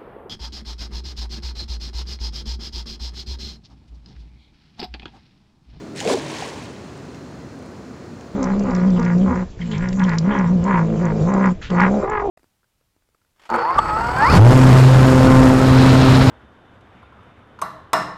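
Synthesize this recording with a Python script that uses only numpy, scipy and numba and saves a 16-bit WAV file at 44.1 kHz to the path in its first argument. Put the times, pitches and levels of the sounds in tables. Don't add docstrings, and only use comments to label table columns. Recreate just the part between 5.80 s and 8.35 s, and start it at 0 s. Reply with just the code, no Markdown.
import sys
import numpy as np
from scipy import signal
from scipy.fft import rfft, irfft
from scipy.io import wavfile
from scipy.ndimage import uniform_filter1d
from numba import njit

SR = 44100
rng = np.random.default_rng(int(sys.argv[2]) if len(sys.argv) > 2 else 0)


def dump_mix(stems):
    frames = np.atleast_2d(stems).T
    limited = np.clip(frames, -1, 1)
    pcm = np.round(limited * 32767).astype(np.int16)
    wavfile.write(sys.argv[1], SR, pcm)


def volts(x):
    e = np.asarray(x, float) / 20
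    return 10 ** e


N = 112454


def level(x):
    return x / np.sqrt(np.mean(x ** 2))


def curve(rows):
    seconds, db = np.array(rows).T[:2]
    return volts(np.interp(np.arange(N) / SR, seconds, db, left=-140, right=-140))


def colour(x, points):
    hz, db = np.array(points).T
    grid = np.maximum(np.arange(2049) * SR / 4096, 1)
    log_gain = np.interp(np.log(grid), np.log(hz), db) * np.log(10) / 20
    cepstrum = irfft(log_gain)
    cepstrum[1:2048] *= 2
    cepstrum[2049:] = 0
    response = irfft(np.exp(rfft(cepstrum)))
    return signal.fftconvolve(x, response)[:N]


def walk(rate):
    hold = int(SR / rate)
    steps = np.repeat(rng.standard_normal(N // hold + 1), hold)
    smooth = uniform_filter1d(uniform_filter1d(steps, hold), hold)
    return 1.33 * smooth[:N]


@njit
def ring(start, hz, cycles, size, glide, rise):
    out = np.zeros(N + 1)
    for k in range(len(start)):
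        fade = hz[k] / cycles[k] / SR
        phase, strength, unswollen = 0., size[k], 1.
        for i in range(start[k], min(N, start[k] + int(6 / fade))):
            phase += min(hz[k] * (1 + glide * fade * (i - start[k])) / SR, .45)
            strength *= 1 - fade
            unswollen *= 1 - min(fade / rise, 1.)
            out[i] += strength * (1 - unswollen) * np.sin(2 * np.pi * phase)
    return out[:N]


def swarm(count, lo_hz, hi_hz, cycles, scatter_db, glide):
    chance = rng.random((count, 4))
    start = (chance[:, 0] * N).astype(np.int64)
    hz = lo_hz * (hi_hz / lo_hz) ** chance[:, 1]
    extra = np.minimum(-np.log(1 - chance[:, 2]), 4.)
    sign = np.sign(chance[:, 3] - .5)
    size = hz * volts(scatter_db * extra) * sign
    return level(ring(start, hz, cycles * (.5 + chance[:, 3]), size, glide, 0.094))


def listed(rows, cycles, glide, rise, early_s):
    seconds, db, hz = np.array(rows).T
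    start = ((seconds - early_s) * SR).astype(np.int64)
    return ring(start, hz, cycles + 0 * hz, volts(db), glide, rise)


# (frequency [Hz], level [dB per Hz])
BREEZE_COLOUR = [(30, -34), (64, -7), (270, -3), (480, -9.5), (800, -17.5), (1400, -20.5), (2600, -31.5),
                 (9000, -78)]
# (frequency [Hz], level [dB per Hz])
HISS_COLOUR = [(2200, -7), (4500, -1.5), (7200, -4), (8200, -12.5), (10500, -17), (12500, -29),
               (14800, -19), (15700, -24)]


def air():
    swell_db, flicker_db = .7, 1.2
    wide = rfft(colour(rng.standard_normal(N), BREEZE_COLOUR))
    hz = np.maximum(np.arange(N // 2 + 1) * SR / N, 1)
    breeze, swell = 0, walk(4.42)
    for band in range(19):
        share = np.cos(np.pi / 2 * np.clip(2 * np.log2(hz / 32) - band, -1, 1)) ** 2
        depth = 1 / (1 + band / 3.0)
        gain = volts(depth * (swell_db * swell + flicker_db * walk(12)))
        breeze = breeze + irfft(wide * share, N) * gain
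    hiss = level(colour(rng.standard_normal(N), HISS_COLOUR))
    return volts(-38) * level(breeze) + volts(-56.5) * hiss


# (time [s], firing rate [Hz], level [dB])
MOTOR_COURSE = [
    (0, 80.8, -52),
    (.04, 80.7, -45),
    (.25, 80.4, -44),
    (.40, 79.4, -39),
    (.57, 79.3, -39),
    (.64, 79.2, -58),
    (2.55, 79, -70),
]
# (multiple of firing rate, early level [dB], late level [dB])
MOTOR_OVERTONES = [(2, -6, -12), (3, -2, -9), (4, -3, 0), (5, 1, -12), (7, -9, -16), (8, -11, -16),
                   (9, -16, -12)]


def motor():
    t = np.arange(N) / SR
    seconds, hz, db = np.array(MOTOR_COURSE).T
    phase = 2 * np.pi * np.cumsum(np.interp(t, seconds, hz)) / SR
    late = np.clip((t - .25) / 0.087, 0, 1)
    tones = 0
    for multiple, early_db, late_db in MOTOR_OVERTONES:
        gain = volts(early_db + (late_db - early_db) * late + walk(13.8))
        tones = tones + gain * np.sin(multiple * phase + multiple ** 2)
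    hum_hz = 133 * (1 + .08 * walk(60))
    hum_phase = 2 * np.pi * np.cumsum(hum_hz) / SR
    hum = volts(4 * walk(14)) * np.sin(hum_phase)
    hum = hum + volts(1 + 4 * walk(14)) * np.sin(2 * hum_phase)
    return np.sqrt(2) * volts(np.interp(t, seconds, db)) * tones + volts(-48) * hum


# (offset [trill rates], level [dB])
TRILL_LINES = [(-2, -3.5), (-1, -8.5), (0, 0), (1, -0.5)]


def insect():
    whistle_hz, trill_hz = 4193, 58.5
    t = np.arange(N) / SR
    lines = 0
    for k, db in TRILL_LINES:
        gain = volts(db + 1.6 * walk(8))
        phase = 2 * np.pi * (whistle_hz + k * trill_hz) * t + k * k + .6 * walk(6)
        lines = lines + gain * np.sin(phase)
    return np.sqrt(2) * volts(-70) * lines


# (time [s], level [dB])
FALLBACK_LEVEL = [
    (.36, -43.5),
    (.41, -40.5),
    (.55, -37),
    (.68, -37),
    (.71, -41.5),
    (.86, -46),
    (.92, -50.5),
    (1.3, -57),
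    (2.5, -78),
]
# (time [s], level [dB])
PLUNGE_LEVEL = [
    (.2, -45),
    (.245, -36.5),
    (.27, -28),
    (.31, -25),
    (.34, -26.5),
    (.385, -38.5),
    (.42, -50),
]
# (frequency [Hz], level [dB per Hz])
DROP_COLOUR = [(120, -23.5), (260, -9), (430, 0), (700, -5.5), (1070, -5), (1300, -21.5), (2000, -38)]


def drops():
    bubbles = swarm(count=6000, lo_hz=146.5, hi_hz=1593, cycles=2.5, scatter_db=1.5, glide=0.12)
    bubbles = level(colour(bubbles, DROP_COLOUR))
    return bubbles * (volts(2) * curve(FALLBACK_LEVEL) + curve(PLUNGE_LEVEL))


# (time [s], level [dB])
FLIGHT_LEVEL = [
    (0, -53.5),
    (.13, -58),
    (.2, -70),
]
# (time [s], level [dB])
LANDING_LEVEL = [
    (.15, -54),
    (.175, -37.5),
    (.207, -35.5),
    (.222, -38),
    (.275, -36.5),
    (.302, -27.5),
    (.336, -30.5),
    (.347, -36),
    (.40, -46.5),
]
# (frequency [Hz], level [dB per Hz])
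SLAP_COLOUR = [(900, -42), (1400, -1.5), (2000, -0.5), (6800, -5), (8500, -11.5), (11000, -18.5),
               (13000, -36), (15200, -26)]
# (frequency [Hz], level [dB per Hz])
SPRAY_COLOUR = [(900, -22.5), (1350, 0.5), (2000, 2), (6600, -6), (8500, -11), (11000, -21.5), (13000, -34),
                (15500, -26)]


def spray():
    fine = swarm(count=70000, lo_hz=770, hi_hz=17000, cycles=.8, scatter_db=1.0, glide=0.032)
    fizz = swarm(count=14000, lo_hz=1476, hi_hz=14200, cycles=4., scatter_db=3.0, glide=0.071)
    first = level(colour(fine + fizz, SLAP_COLOUR)) * volts(1.04 * walk(250.8))
    rain = level(colour(fine + volts(-0.5) * fizz, SPRAY_COLOUR)) * volts(.7 * walk(150))
    return first * curve(LANDING_LEVEL) + rain * (curve(FALLBACK_LEVEL) + curve(FLIGHT_LEVEL))


# (time [s], peak [dB], pitch [Hz])
POP_EVENTS = [(.161, -27, 7800), (.1954, -36, 7000), (.2034, -16.5, 6700), (.2085, -24, 2960),
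              (.2488, -24, 6500), (.2745, -17, 2480), (.3025, -21.5, 2210), (.325, -16, 3400),
              (.3097, -33, 4000), (.3344, -18.5, 7260), (.4833, -30, 5040), (.5164, -31, 9800),
              (.5684, -42, 11000), (.616, -33, 4990), (.8364, -45, 11500), (.8555, -36, 4600),
              (.9314, -43, 8400), (1.0444, -40, 6800), (1.1764, -37.5, 8100), (1.2534, -43, 5000),
              (1.3454, -37.5, 2600), (1.3564, -53, 13000), (1.7594, -51, 10000), (1.7894, -46, 8200),
              (1.8254, -45, 9400), (1.8614, -42, 8800), (1.9144, -49, 10500), (2.4099, -38.5, 6300)]
# (frequency [Hz], level [dB])
PORT_COLOUR = [(9500, 0), (13000, -12), (15500, -9)]


def pops():
    tick = listed(POP_EVENTS, cycles=3., glide=.04, rise=.3, early_s=0)
    click = listed(POP_EVENTS, cycles=.8, glide=.04, rise=.05, early_s=0)
    trail = listed(POP_EVENTS, cycles=28.0, glide=0.059, rise=0.018, early_s=0)
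    trail = uniform_filter1d(np.abs(trail), size=12)
    spit = trail * level(colour(rng.standard_normal(N), SPRAY_COLOUR))
    return volts(1) * (tick + volts(-8) * colour(click, PORT_COLOUR) + volts(-7.5) * spit)


# (time [s], peak [dB], pitch [Hz])
CAVITY_EVENTS = [(.214, -18.5, 766), (.231, -22, 574), (.253, -13.5, 675), (.261, -6.5, 438),
                 (.266, -19, 203), (.277, -5.5, 458), (.287, -8, 599), (.300, -15.5, 1070), (.302, -6, 546),
                 (.309, -5.5, 394), (.311, -12, 268), (.320, -9, 295), (.321, -9.5, 685), (.332, -10, 460),
                 (.344, -9, 388), (.355, -11, 406), (.371, -12, 593), (.376, -19, 250), (.399, -28, 340),
                 (.423, -26.5, 330), (.462, -25, 403), (.527, -26, 345), (.6235, -15, 740),
                 (.749, -28, 530), (.779, -28.5, 263)]


def cavities():
    return volts(4) * listed(CAVITY_EVENTS, cycles=2.1, glide=0.023, rise=0.9, early_s=0.00096)


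def scene():
    background = air() + motor() + insect()
    splash = drops() + spray() + pops() + cavities()
    echo = np.roll(splash, int(.011 * SR)) * volts(-16)
    return (background + splash + echo)[None]


def band_limit(x):
    return signal.sosfilt(signal.butter(12, 17070, fs=SR, output="sos"), x)


def record(dry):
    rounded = np.tanh(1.574 * dry) / 1.422
    bass_cut = signal.butter(2, 45, "high", fs=SR, output="sos")
    top_cut = signal.ellip(12, .2, 70, 15720, fs=SR, output="sos")
    mix = signal.sosfilt(top_cut, signal.sosfilt(bass_cut, rounded))
    return band_limit(mix)


dry = scene()
out = record(dry)
dump_mix(out)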